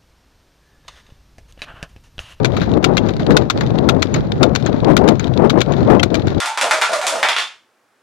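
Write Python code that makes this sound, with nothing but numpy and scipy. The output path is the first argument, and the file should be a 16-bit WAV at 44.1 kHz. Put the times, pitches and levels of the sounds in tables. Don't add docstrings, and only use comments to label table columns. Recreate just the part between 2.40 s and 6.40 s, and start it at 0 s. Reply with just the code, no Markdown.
import sys
import numpy as np
from scipy import signal
from scipy.fft import rfft, irfft
from scipy.io import wavfile
from scipy.ndimage import uniform_filter1d

SR = 44100
rng = np.random.default_rng(int(sys.argv[2]) if len(sys.argv) > 2 else 0)


def persist_wave(psi):
    counts = np.round(np.clip(psi, -1, 1) * 32767).astype(np.int16)
    wavfile.write(sys.argv[1], SR, np.atleast_2d(counts).T)


N = 176400
TIME = np.arange(N) / SR
HIT_RISE_S, CLACK_DECAY_S = 0.00047, 0.0024
RING_RISE_S, RING_DECAY_S = 0.0009, 0.0046


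def gain(db):
    return 10 ** (np.asarray(db) / 20)


def normalise(x):
    return x / np.sqrt(np.mean(x ** 2))


def colour(x, tone):
    size = 4096
    hz, db = np.array(tone, float).T
    bins_hz = np.maximum(np.fft.rfftfreq(size, 1 / SR), 1)
    curve = normalise(gain(np.interp(np.log(bins_hz), np.log(hz), db)))
    cepstrum = irfft(np.log(curve))
    cepstrum[1:size // 2] *= 2
    cepstrum[size // 2 + 1:] = 0
    response = irfft(np.exp(rfft(cepstrum)))
    return signal.fftconvolve(x, response[None], axes=1)[:, :N]


def wander(per_second):
    hold = int(SR / per_second)
    steps = np.repeat(rng.standard_normal(N // hold + 1), hold)
    return normalise(uniform_filter1d(steps, hold)[:N])


def burst(start, rise_s, decay_s):
    out, first = np.zeros(N), int(start * SR)
    t = np.arange(min(SR // 4, N - first)) / SR
    out[first:first + len(t)] = (1 - np.exp(-t / rise_s)) * np.exp(-t / decay_s)
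    return out


def noise_pair(shared=0.26):
    left, other = rng.standard_normal((2, N))
    return np.array([left, shared * left + np.sqrt(1 - shared ** 2) * other])


def ring(start, notes, decay_s=RING_DECAY_S, detune=0.026):
    envelope = burst(start, RING_RISE_S, decay_s)
    audible, out = envelope > 1e-4, np.zeros(N)
    for hz, db in notes:
        pitch = hz * (1 + detune * rng.standard_normal())
        cycles = pitch * (TIME[audible] - start) + rng.random()
        out[audible] += 2 * gain(db) * np.sin(2 * np.pi * cycles)
    return out * envelope


def stride_db(stride_s=0.521, slack_at_s=0.47, swell_db=2.5):
    return -swell_db * np.cos(2 * np.pi * (TIME - slack_at_s) / stride_s)


# (time [s], level [dB])
LEFT_GUSTS = [(0, -8), (.27, -20), (.37, -7), (.40, -16), (.51, -4.5), (.57, -15), (.64, -7.5), (.78, -26),
              (.905, -5.5), (1.01, -8), (1.07, -24.5), (1.43, -11), (1.54, -8), (1.70, -20.5), (1.99, -22),
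              (2.012, -1), (2.14, -16), (2.20, -23.5), (2.30, -11), (2.435, -18.5), (2.47, 1), (2.53, 0.5),
              (2.555, -13), (2.60, -2.5), (2.71, -1), (2.76, -19), (2.95, -15.5), (3.01, -2.5), (3.06, 1),
              (3.10, -15.5), (3.18, -0.5), (3.25, -20.5), (3.30, -4), (3.36, -14.5), (3.40, -5.5),
              (3.45, -18), (3.50, 3.5), (3.55, 3), (3.59, -6), (3.695, -22), (3.722, -7.5), (3.85, -21.5),
              (4, -14)]
RIGHT_GUSTS = [(0, -23), (.09, -36), (.19, -19.5), (.50, -34), (.91, -18.5), (1.11, -36.5), (1.16, -19),
               (1.68, -38.5), (1.74, -17), (1.97, -23.5), (2.08, -45), (2.42, -21), (2.62, -35.5),
               (3.28, -37), (3.46, -17), (3.55, -34), (3.79, -41), (3.85, -16.5), (4, -30.5)]
# (frequency [Hz], level [dB])
WIND_TONE = [(35, -18), (70, -2), (130, 2.5), (320, -4), (500, -9.5), (720, -15), (1200, -27),
             (9000, -85.5)]


def wind(gusts, level_db, flutter_db=3.5, bass_hz=251, strong_db=-16.5, bass_loss=0.84):
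    flow_db = np.interp(TIME, *np.array(gusts, float).T)
    flutter = flutter_db * np.clip(flow_db / strong_db, .5, 1) * wander(110)
    strength_db = flow_db + flutter
    swirls = colour(rng.standard_normal((1, N)), WIND_TONE)[0]
    bass = signal.sosfiltfilt(signal.butter(2, bass_hz, fs=SR, output="sos"), swirls)
    bass_gain = gain(-bass_loss * np.maximum(strength_db - strong_db, 0))
    return (swirls - bass + bass * bass_gain) * gain(strength_db + level_db)


# (frequency [Hz], level [dB])
RUMBLE_TONE = [(40, -20.5), (70, 11.5), (130, 15.5), (300, -2.5), (620, 1.5), (850, -22), (3000, -55)]
# (time [s], level [dB])
FLOOR_JOLTS = [(.215, -1), (.797, -2), (1.273, -4), (1.769, -4.5), (2.125, -3)]


def wheels(rumble_db=-24, thud_hz=152, decay_s=0.0076):
    rumble = colour(rng.standard_normal((2, N)), RUMBLE_TONE) * gain(rumble_db + 2 * wander(20))
    thuds = 0
    for at, db in FLOOR_JOLTS:
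        swing = np.sin(2 * np.pi * thud_hz * (TIME - at))
        thuds += gain(db) * burst(at, decay_s / 2, decay_s) * swing
    return rumble + 2 * thuds


# (time [s], fade time [s], level [dB])
HOOF_SCUFFS = [(.214, 0.016, -14.5), (0.427, 0.0088, -20), (.795, 0.022, -23.5), (0.9058, 0.013, -12),
               (1.755, 0.033, -27)]
# (frequency [Hz], level [dB])
GRIT_TONE = [(500, -10), (1400, 7.5), (3000, -5.5), (3900, -1), (5200, -11.5), (6800, -16.5), (8300, -40),
             (15000, -30.5)]


def grit(grains_per_s=1500, spread_db=5.5, grain_s=0.0028, roll_db=-39, step_scuff_s=0.013):
    grains = (rng.random(N) < grains_per_s / SR) * gain(spread_db * rng.standard_normal(N))
    fading_energy = signal.lfilter([1], [1, -np.exp(-1 / (grain_s * SR))], grains ** 2)
    roughness = normalise(np.sqrt(fading_energy + 1))
    rolling = gain(roll_db + stride_db() + 3 * wander(24))
    slides = HOOF_SCUFFS + [(at, step_scuff_s, db) for at, db, _ in SOFT_STEPS]
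    scuffs = sum(gain(db) * burst(at, HIT_RISE_S, fade_s) for at, fade_s, db in slides)
    return colour(roughness * np.hypot(rolling, scuffs) * noise_pair(), GRIT_TONE)


# (time [s], level [dB])
POLE_CLACKS = [(0.207, -17), (0.3161, -20), (0.3371, -16), (.7657, -17.5), (0.8651, -10.5), (1.1748, -13),
               (1.3861, -9.5), (1.9192, -9.5), (2.4453, -9.5), (2.8425, -13.5), (2.9748, -12)]
# (frequency [Hz], level [dB])
CLACK_TONE = [(600, 2.5), (2800, 1.5), (3800, 7), (5000, -4.5), (6800, -13), (8500, -29.5), (15000, -33)]


def cart(rattles_per_s=24, rattle_db=-23, spread_db=2):
    clacks = sum(gain(db) * burst(at, HIT_RISE_S, CLACK_DECAY_S) for at, db in POLE_CLACKS)
    taps = rng.random(N) < rattles_per_s / SR
    tap_db = rattle_db + spread_db * rng.uniform(-1.9, 1, N) + stride_db()
    rattles = signal.fftconvolve(taps * gain(tap_db), burst(0, HIT_RISE_S, CLACK_DECAY_S))[:N]
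    return colour((clacks + rattles) * noise_pair(), CLACK_TONE)


# (time [s], level [dB])
HARNESS_KNOCKS = [(.579, -11.5), (3.5957, -12)]
# (frequency [Hz], level [dB])
KNOCK_NOTES = [(2100, -2.5), (2720, -3), (3200, -0.5)]
CLINK_NOTES = [(6550, 1), (7100, -3.5)]


def harness(clink_decay_s=0.0027):
    clinks = sum(gain(db) * ring(at, CLINK_NOTES, clink_decay_s) for at, _, db in SOFT_STEPS)
    knocks = sum(gain(db) * ring(at, KNOCK_NOTES) for at, db in HARNESS_KNOCKS)
    hits = sum(gain(db) * burst(at, RING_RISE_S, RING_DECAY_S) for at, db in HARNESS_KNOCKS)
    return clinks + knocks + colour(hits * noise_pair(), CRACK_TONE)


# (time [s], first hit [dB], delay to second hit [s], second hit [dB], hollow ring [dB])
HOOFBEATS = [(0.046, -3.5, 0.0081, -8.5, -6.5), (.4420, 0.5, 0.0039, -3.5, -2.5),
             (.5690, -5, 0.0083, -8, -10.5), (0.9673, 0.5, 0.005, -4, -2.5),
             (1.0995, -2.5, 0.0061, -8, -20), (1.4887, -0.5, 0.006, -5.5, -5.5),
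             (1.6214, -9, 0.0044, -3, -17), (2.0297, 0.5, 0.0047, -9.5, -3.5),
             (2.151, -7, 0.0075, -5.5, -17), (2.5667, 1, 0.0089, -10, -11), (2.677, -10, 0.0096, -4, -14),
             (3.097, -4.5, 0.0064, -11, -19), (3.2049, -8.5, 0.0099, -3.5, -17),
             (3.6298, -3, 0.0034, -5.5, -11.5), (3.7430, -7.5, 0.009, -9, -12.5)]
# (time [s], step level [dB], clink level [dB])
SOFT_STEPS = [(0.166, -15.5, -36), (0.6871, -18.5, -37), (1.2083, -14, -30), (1.741, -15, -17),
              (2.2617, -15, -19), (2.795, -16.5, -20.5), (3.321, -21, -29.5), (3.870, -19, -32)]
# (frequency [Hz], level [dB])
CRACK_TONE = [(700, -10), (1400, -1.5), (1850, -10), (2250, -5), (2900, -9), (3600, -4), (4400, -9.5),
              (5600, -15.5), (6700, -16.5), (8300, -34.5), (15000, -38)]
# (frequency [Hz], level [dB])
WALL_NOTES = ([(2450, -23.5), (3750, -13)], [(2300, -11), (4200, -18), (6550, -19.5)])
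# (leading hoof [Hz], following hoof [Hz])
HOLLOW_PITCH = (1383, 1603)


def hooves(crack_decay_s=0.0027, tail_decay_s=0.011, tail_db=-17.5):
    hits, rings = 0, 0
    for i, (start, first_db, delay, second_db, hollow_db) in enumerate(HOOFBEATS):
        foot = (i + 1) % 2
        for at, db in ((start, first_db), (start + delay, second_db)):
            crack = burst(at, HIT_RISE_S, crack_decay_s)
            tail = gain(tail_db) * burst(at, HIT_RISE_S, tail_decay_s)
            hits += gain(db) * (crack + tail)
            rings += gain(db) * ring(at, WALL_NOTES[foot])
        rings += ring(start, [(HOLLOW_PITCH[foot], hollow_db)])
    for at, db, _ in SOFT_STEPS:
        hits += gain(db) * burst(at, HIT_RISE_S, CLACK_DECAY_S)
        rings += gain(db) * ring(at, WALL_NOTES[1])
    return colour(hits * noise_pair(), CRACK_TONE) + rings


# (frequency [Hz], level [dB])
RIGHT_TONE = [(900, -13.5), (2100, -15.5), (5500, -21.5), (7800, -1.5), (12000, -15.5)]


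def scene(right_db=-10, right_delay_s=0.00026):
    buffalo_cart = hooves() + cart() + harness() + grit() + wheels()
    sheltered = colour(buffalo_cart[1:], RIGHT_TONE)[0] * gain(right_db)
    left = buffalo_cart[0] + wind(LEFT_GUSTS, level_db=2.5)
    right = np.roll(sheltered, round(right_delay_s * SR)) + wind(RIGHT_GUSTS, level_db=1.5)
    return np.array([left, right])


def record(dry, top_hz=15600):
    treble_cut = signal.ellip(8, .2, 70, top_hz, fs=SR, output="sos")
    return signal.sosfilt(treble_cut, np.clip(dry, -1, 1))


dry = scene()
out = record(dry)
persist_wave(out)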